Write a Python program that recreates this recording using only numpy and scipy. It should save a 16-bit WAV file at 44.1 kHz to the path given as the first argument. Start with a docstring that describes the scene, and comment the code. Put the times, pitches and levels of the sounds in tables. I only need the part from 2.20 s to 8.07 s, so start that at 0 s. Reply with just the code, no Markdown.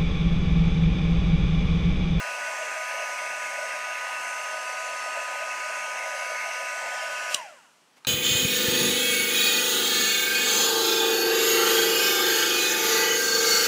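"""A close rush of air with a whine on top: a small heat gun sways in the hand over a craft table.
Its five-blade fan whines over air rushing through the barrel, and the table top throws the hiss back.
At about 5.1 s the thumb snaps the switch off and the fan glides down to rest, its bearings whirring.
The grip rustles and the gun is shifted with a light knock, in a small, quiet room."""
import sys
import numpy as np
from scipy import signal
from scipy.fft import rfft, irfft
from scipy.io import wavfile
from scipy.ndimage import uniform_filter1d

SR = 44100
rng = np.random.default_rng(int(sys.argv[2]) if len(sys.argv) > 2 else 0)


def file_out(sig):
    """Save sig as 16-bit WAV at sys.argv[1]."""
    # one column per channel
    cols = np.atleast_2d(sig).T
    # limit, then scale
    lim = np.clip(cols, -1, 1)
    pcm = np.round(lim * 32767).astype(np.int16)
    wavfile.write(sys.argv[1], SR, pcm)


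N = 258852
TIME = np.arange(N) / SR


def amp(db):
    """Decibels to gain."""
    return np.exp(np.asarray(db) * (np.log(10) / 20))


def unit(x):
    """Scales to rms 1."""
    return x / np.sqrt(np.mean(x ** 2) + 1e-20)


def curves(rows, t=TIME):
    """Automation lanes: each column of (t/s, ...) rows, joined by straight lines."""
    times, *columns = np.transpose(rows)
    return [np.interp(t, times, column) for column in columns]


def spectrum(points, hz):
    """Reads (f/Hz, value) points on a log-frequency axis."""
    f, value = np.transpose(points)
    return np.interp(np.log(hz + 1), np.log(f), value)


def bumps(modes, hz):
    """EQ curve in dB from (f/Hz, width/Hz, gain/dB) resonances."""
    return sum(db / (1 + (2 * (hz - f) / width) ** 2) for f, width, db in modes)


def hump(t, peak_s, attack_s, release_s):
    """A smooth swell to 1 and a smooth fall."""
    return np.exp(-((t - peak_s) / np.where(t < peak_s, attack_s, release_s)) ** 2)


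def drift(rate_hz, size=4096):
    """Random modulation of rms 1, up to about the given rate."""
    hz = np.fft.rfftfreq(size, TIME[-1] / size)
    slow = irfft(rfft(rng.standard_normal(size)) / (1 + (hz / rate_hz) ** 4))
    return np.interp(TIME, np.linspace(0, TIME[-1], size), unit(slow))


def patches(shape, frames, bins):
    """Random time-frequency patches of rms 1."""
    smeared = uniform_filter1d(rng.standard_normal(shape), frames, 0)
    return unit(uniform_filter1d(smeared, bins, 1))


def noise(field_db, size=2048):
    """Noise of rms 1 whose short-time spectrum takes the shape of field_db(t, hz)."""
    hop = size // 4
    t, hz = np.arange(N // hop + 5)[:, None] * hop / SR, np.fft.rfftfreq(size, 1 / SR)
    white = rng.standard_normal((len(t), len(hz), 2)) @ [1, 1j]
    shaped = white * amp(field_db(t, hz))
    return unit(signal.istft(shaped.T, nperseg=size, noverlap=size - hop)[1][:N])


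# shaft speed under power: (t/s, speed/(turns/s))
POWERED_SPEED = [(0.05, 247.4), (0.42, 247.4), (0.75, 248.6), (1.1, 247.3), (1.6, 247.9), (2.25, 248.8),
                 (3.0, 249.2), (3.6, 248.5), (5.1, 248.4)]
OFF_S = 5.13  # the power is cut


def shaft_speed(t=TIME, drag_s=0.37, friction_turns_per_s2=146):
    """Turns per second, at least 1: near steady under power, then slowed by air drag and friction."""
    friction = friction_turns_per_s2 * drag_s
    drag = np.exp(-np.maximum(t - OFF_S, 0) / drag_s)
    return np.maximum((curves(POWERED_SPEED, t)[0] + friction) * drag - friction, 1)


def slowing(t=TIME):
    """Speed against full speed, in decades: about 0 under power, negative while coasting."""
    return np.log10(shaft_speed(t) / shaft_speed(OFF_S))


# the hand's sway: (t/s, pose/(- left, + right), table echo delay/ms, hiss towards the microphone/dB)
SWAY = [(0, -0.34, 1.7, -.5), (.8, 0.85, 0.76, 0), (1.7, 0.48, 1.07, -1), (2.3, -.7, 1.15, -0.8),
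        (2.95, -1.4, 0.92, -0.5), (3.65, 0.39, 0.91, -1), (4.35, 0.71, 0.99, 0.9), (4.7, 0.29, 1.9, -1),
        (5.1, -1.1, 2.1, -1)]
# tone curve of the rushing air: (f/Hz, relative level/dB)
AIR_COLOUR = [(25, -118.7), (60, -113.3), (150, -96), (400, -88), (560, -74.5), (1000, -70), (2000, -71.5),
              (2850, -74.5), (3400, -80.5), (5000, -82.5), (8700, -83), (9800, -90.5), (12300, -93.5),
              (15600, -110.7)]
# the barrel's resonances and notches, lowest first: (f/Hz, width/Hz, gain/dB)
BARREL_EQ = [(621, 166, 13.5), (920, 19, 4.5), (1143, 13, 7), (1243, 228, -15), (1527, 570, 5.5),
             (1730, 18, 6), (1956, 42, 7.5), (2130, 68, 7), (2470, 180, -1), (2630, 363, 11.5),
             (3074, 116, -15.5), (3120, 61, 11.5), (3740, 390, -6), (6240, 1300, 8.5), (7260, 590, -6),
             (10350, 220, 5)]
# resonances of the vents when fully open: (f/Hz, width/Hz, gain/dB)
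VENT_EQ = [(3070, 370, 14), (2550, 900, -5), (5200, 1500, 6), (6230, 600, -5.5), (7200, 1000, 6)]
# upper barrel resonances that swell with the sway: (f/Hz, width/Hz, gain/dB per unit sideways, drift/dB)
SWELL_EQ = [(2170, 170, 2.5, 2), (2820, 390, -0.9, 0.5)]
# the jet's strongest gusts, at the barrel's lowest resonance: (t/s, length/s, boost/dB)
JET_GUSTS = [(.46, .08, 2.5), (0.796, 0.1, 6), (1.416, 0.17, 5.5), (2.868, .05, 9.5), (2.974, 0.021, 11),
             (3.96, 0.032, 7), (4.645, 0.08, 4.5)]


def air(level_db=-34.5, body_fall_db=60, hiss_fall_db=72, hiss_hz=3800, table_echo=0.081,
        eddy_db=2.14, streak_db=3.5, burble_db=0.7, lull_db=-1.2):
    """Turbulence coloured by barrel and vents and combed by the table's echo; it dies with the fan."""
    def field_db(t, hz):
        side, echo_ms, facing_db = curves(SWAY, t)
        treble = hz ** 4 / (hz ** 4 + hiss_hz ** 4)
        # reaching for the switch, the hand uncovers the vents
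        vents_open = np.interp(t, [4.43, 4.86], [0.085, 0.58])
        colour = spectrum(AIR_COLOUR, hz) + bumps(BARREL_EQ, hz) + vents_open * bumps(VENT_EQ, hz)
        echo = table_echo * treble * np.exp(2j * np.pi * hz * echo_ms / 1000)
        comb = 20 * np.log10(abs(1 + echo))
        # the jet burbles at random between its strong gusts
        gusts = sum(db * hump(t, s, length / 2, length / 2) for s, length, db in JET_GUSTS)
        jet_db = lull_db + gusts + burble_db * np.interp(t, TIME, drift(rate_hz=35))
        jet_hz, jet_width, _ = BARREL_EQ[0]
        burble = bumps([(jet_hz, 2 * jet_width, jet_db)], hz)
        swell = bumps([(f, width, side_db * side + drift_db * np.interp(t, TIME, drift(rate_hz=5.6)))
                       for f, width, side_db, drift_db in SWELL_EQ], hz)
        # brief eddies stir the body of the rush; narrow, longer streaks whistle in the hiss
        eddies = eddy_db * (1 - treble) * patches(comb.shape, frames=6, bins=12)
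        streaks = streak_db * treble * patches(comb.shape, frames=22, bins=5)
        fall = slowing(t) * (body_fall_db * (1 - treble) + hiss_fall_db * treble)
        return colour + treble * facing_db + comb + burble + swell + eddies + streaks + fall
    return amp(level_db) * noise(field_db)


def shaft_tone(angle, order, db, phase=0):
    """A sine at a multiple of the shaft's speed, its rms level in dB."""
    return np.sqrt(2) * amp(db) * np.cos(order * angle + phase)


# the whine, each partial beamed its own way:
# (shaft order, level/dB, gain/dB per unit sideways, gain/dB per ms of echo delay)
WHINE_PARTIALS = [(4, -44, -0.1, -1.2), (5, -41.5, -1, -2), (6, -39.5, 0.8, 2.5), (9, -47.5, 6, 1.5)]


def fan_whine(angle, waver_db=1.33, usual_echo_ms=0.98):
    """Uneven blades: the blade tone and its neighbours are in step, so the whine throbs once a turn."""
    side, echo_ms, _ = curves(SWAY)
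    lift_ms = echo_ms - usual_echo_ms
    return sum(shaft_tone(angle, k, db + side_db * side + lift_db * lift_ms + waver_db * drift(37))
               for k, db, side_db, lift_db in WHINE_PARTIALS)


# the motor's faint buzz: (shaft order, level/dB)
BUZZ_PARTIALS = [(3, -54), (7, -55), (10, -58), (15, -70), (16, -69), (18, -65), (20, -69), (21, -68),
                 (22, -67), (24, -66), (25, -62), (26, -68), (30, -61), (31, -68), (32, -68), (33, -70),
                 (37, -71), (38, -71), (40, -70), (45, -78), (48, -77)]


def motor_buzz(angle, sway_db=4.0, flutter_db=1.0):
    """Short waves that come and go at random as the gun sways, and flutter in the hot air."""
    return sum(shaft_tone(angle, k, db + sway_db * drift(rate_hz=1.5) + flutter_db * drift(rate_hz=30),
                          phase=2 * np.pi * rng.random()) for k, db in BUZZ_PARTIALS)


# tone curve of the quiet room, also the base of whirr and rustle: (f/Hz, relative level/dB)
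ROOM_COLOUR = [(25, -42), (60, -38), (140, -5), (290, -2), (400, -4), (1000, -1), (2200, -6.5), (2850, -5),
               (3500, -9.5), (6000, -11), (10000, -17.5), (15500, -30)]


def room_tone(level_db=-62):
    """A steady, dull bed of noise under everything."""
    return amp(level_db) * noise(lambda t, hz: spectrum(ROOM_COLOUR, hz))


# resonances rung by the shaft: (f/Hz, width/Hz, gain/dB)
WHIRR_EQ = [(2900, 260, 9), (7600, 4700, 10)]


def bearings(level_db=-54, fall_db=19, tilt_db=7):
    """The shaft's dry whirr rings the housing; it outlasts the rush of air."""
    whirr = noise(lambda t, hz: spectrum(ROOM_COLOUR, hz) + tilt_db * np.log10(hz + 1)
                  + bumps(WHIRR_EQ, hz))
    return amp(level_db + fall_db * slowing()) * whirr


# the room's decay times: (f/Hz, t60/s)
ROOM_DECAY = [(200, 0.29), (1500, 0.16), (6000, 0.088), (14000, 0.18)]


def reverb(send, onset_s=0.012, size=256):
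    """A small room's tail: dense reflections, each band dying at its own speed."""
    hz, t, bands = signal.stft(rng.standard_normal(SR // 2), SR, nperseg=size)
    decay = np.exp(-np.log(1000) * t / spectrum(ROOM_DECAY, hz)[:, None])
    tail = signal.istft(bands * decay, SR, nperseg=size)[1]
    tail *= np.clip(np.arange(len(tail)) / SR / onset_s, 0, 1)
    return signal.fftconvolve(send, tail / np.linalg.norm(tail))[:N]


def thumb_scrape(level_db=-37, low_cut_hz=2700, tilt_db=6):
    """The thumb scrapes brightly on the rocker as it pushes it over."""
    rub = noise(lambda t, hz: spectrum(AIR_COLOUR, hz) + bumps(VENT_EQ, hz) / 2
                + tilt_db * np.log10(hz + 1))
    scrape = unit(signal.sosfilt(signal.butter(4, low_cut_hz, "high", fs=SR, output="sos"), rub))
    return amp(level_db) * hump(TIME, peak_s=5.132, attack_s=0.034, release_s=0.034) * scrape


# resonances that the falling blade tones sweep through: (f/Hz, width/Hz, gain/dB)
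COAST_EQ = [(956, 210, 6.5), (1440, 110, 12), (2930, 280, -3)]


def coasting_blades(angle, blades=5, blade_db=-42, overtone_db=-53.5, tilt_db=-10.5, fall_db=28.5,
                    flutter_db=2.5, cutoff_hz=540):
    """The blade tone and its overtones glide down; below its cut-off the barrel radiates little."""
    blade_hz, fade_db = blades * shaft_speed(), fall_db * slowing()
    full_speed_db = spectrum(AIR_COLOUR, blades * shaft_speed(OFF_S))
    out = np.zeros(N)
    for k in range(1, 7):
        hz = k * blade_hz
        db = blade_db if k == 1 else overtone_db + tilt_db * np.log10(k / 2)
        colour = spectrum(AIR_COLOUR, hz) - full_speed_db + bumps(COAST_EQ, hz)
        flutter = flutter_db * drift(rate_hz=160)
        radiated = 1 / np.sqrt(1 + (cutoff_hz / hz) ** 12)
        out += radiated * shaft_tone(angle, k * blades, db + colour + fade_db + flutter)
    return out


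def strikes(hits, modes, bright_hz=5000, size=4096):
    """Each hit rings the same modes; sharper hits favour the high ones."""
    t, out = np.arange(size) / SR, np.zeros(N + size)
    for s, db, bright_db in hits:
        for k, (hz, mode_db, t60) in enumerate(modes):
            ring = np.exp(-np.log(1000) * t / t60) * np.sin(2 * np.pi * hz * t)
            gain = amp(db + mode_db + bright_db * hz ** 2 / (hz ** 2 + bright_hz ** 2))
            out[round(s * SR):][:size] += (-1) ** k * gain * ring  # neighbours swing opposite ways
    return out[:N]


# the rocker's hits: (t/s, level/dB, treble shelf/dB)
SWITCH_HITS = [(5.1425, -23, 5), (5.1442, -22, 12), (5.145, -7.5, -6.5), (5.1457, -0.5, -13.5),
               (5.1465, -10, -1.5), (5.1485, -20.5, 8)]
# modes of the plastic housing: (f/Hz, level/dB, t60/s)
HOUSING_RING = [(136, -41.5, 0.019), (235, -32, 0.0098), (1110, -28, 0.0089), (2864, -5.5, 0.0076),
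                (2950, -1.5, 0.011), (3980, -8.5, 0.0049), (4930, -16, 0.013), (5670, -9.5, 0.011),
                (6960, -4.5, 0.0028), (7820, -6, .006), (9020, -8, 0.0083), (11000, -12.5, 0.0018),
                (14000, -15, .0012)]


def switch_snap():
    """The rocker tips, snaps over and chatters, ringing the housing."""
    return strikes(SWITCH_HITS, HOUSING_RING)


def grip_rustle(level_db=-58.5, tilt_db=3):
    """A soft brush of noise as the hand shifts its grip."""
    rustle = noise(lambda t, hz: spectrum(ROOM_COLOUR, hz) + tilt_db * np.log10(hz + 1))
    return amp(level_db) * hump(TIME, peak_s=5.778, attack_s=0.014, release_s=0.016) * rustle


# the knock and its rebounds: (t/s, level/dB, treble shelf/dB)
KNOCK_HITS = [(5.8486, -27.5, 0), (5.8494, -42, -5), (5.8518, -38, 0), (5.8543, -40, -11),
              (5.8622, -46, -10)]
# modes the knock rings: (f/Hz, level/dB, t60/s)
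KNOCK_RING = [(864, -13.5, 0.022), (1280, -6, 0.016), (1610, -4, 0.01), (2400, -6.5, 0.017),
              (2870, -8, .008), (3830, 3, 0.0064), (4150, 4, 0.0053), (6100, -10, 0.0046),
              (8500, -11, 0.0028)]


def knock():
    """The shifted gun knocks lightly and rebounds."""
    return strikes(KNOCK_HITS, KNOCK_RING)


def scene(jitter=0.000995, motor_fade_s=0.02, click_send_db=-12, fan_send_db=-17):
    """The close mono mix; at power-off, whine and buzz crossfade into the coasting blades."""
    speed = shaft_speed() * (1 + jitter * drift(rate_hz=32.2))
    angle = 2 * np.pi * np.cumsum(speed) / SR  # one shaft drives every tone
    powered = np.clip(1 - (TIME - OFF_S) / motor_fade_s, 0, 1)
    fan = np.sqrt(powered) * (fan_whine(angle) + motor_buzz(angle))
    fan += np.sqrt(1 - powered) * coasting_blades(angle)
    clicks = switch_snap() + knock()
    room = room_tone() + reverb(amp(click_send_db) * clicks + amp(fan_send_db) * fan)
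    return (air() + fan + bearings() + thumb_scrape() + clicks + grip_rustle() + room)[None]


def record(dry, low_cut_hz=50, high_cut_hz=15750):
    """The microphone's bass roll-off and a steep cut of the very top."""
    thin = signal.sosfilt(signal.butter(2, low_cut_hz, "high", fs=SR, output="sos"), dry)
    high_cut = signal.firwin(511, high_cut_hz, window=("kaiser", 9), fs=SR)
    return signal.oaconvolve(thin, high_cut[None], "same")


dry = scene()
out = record(dry)
file_out(out)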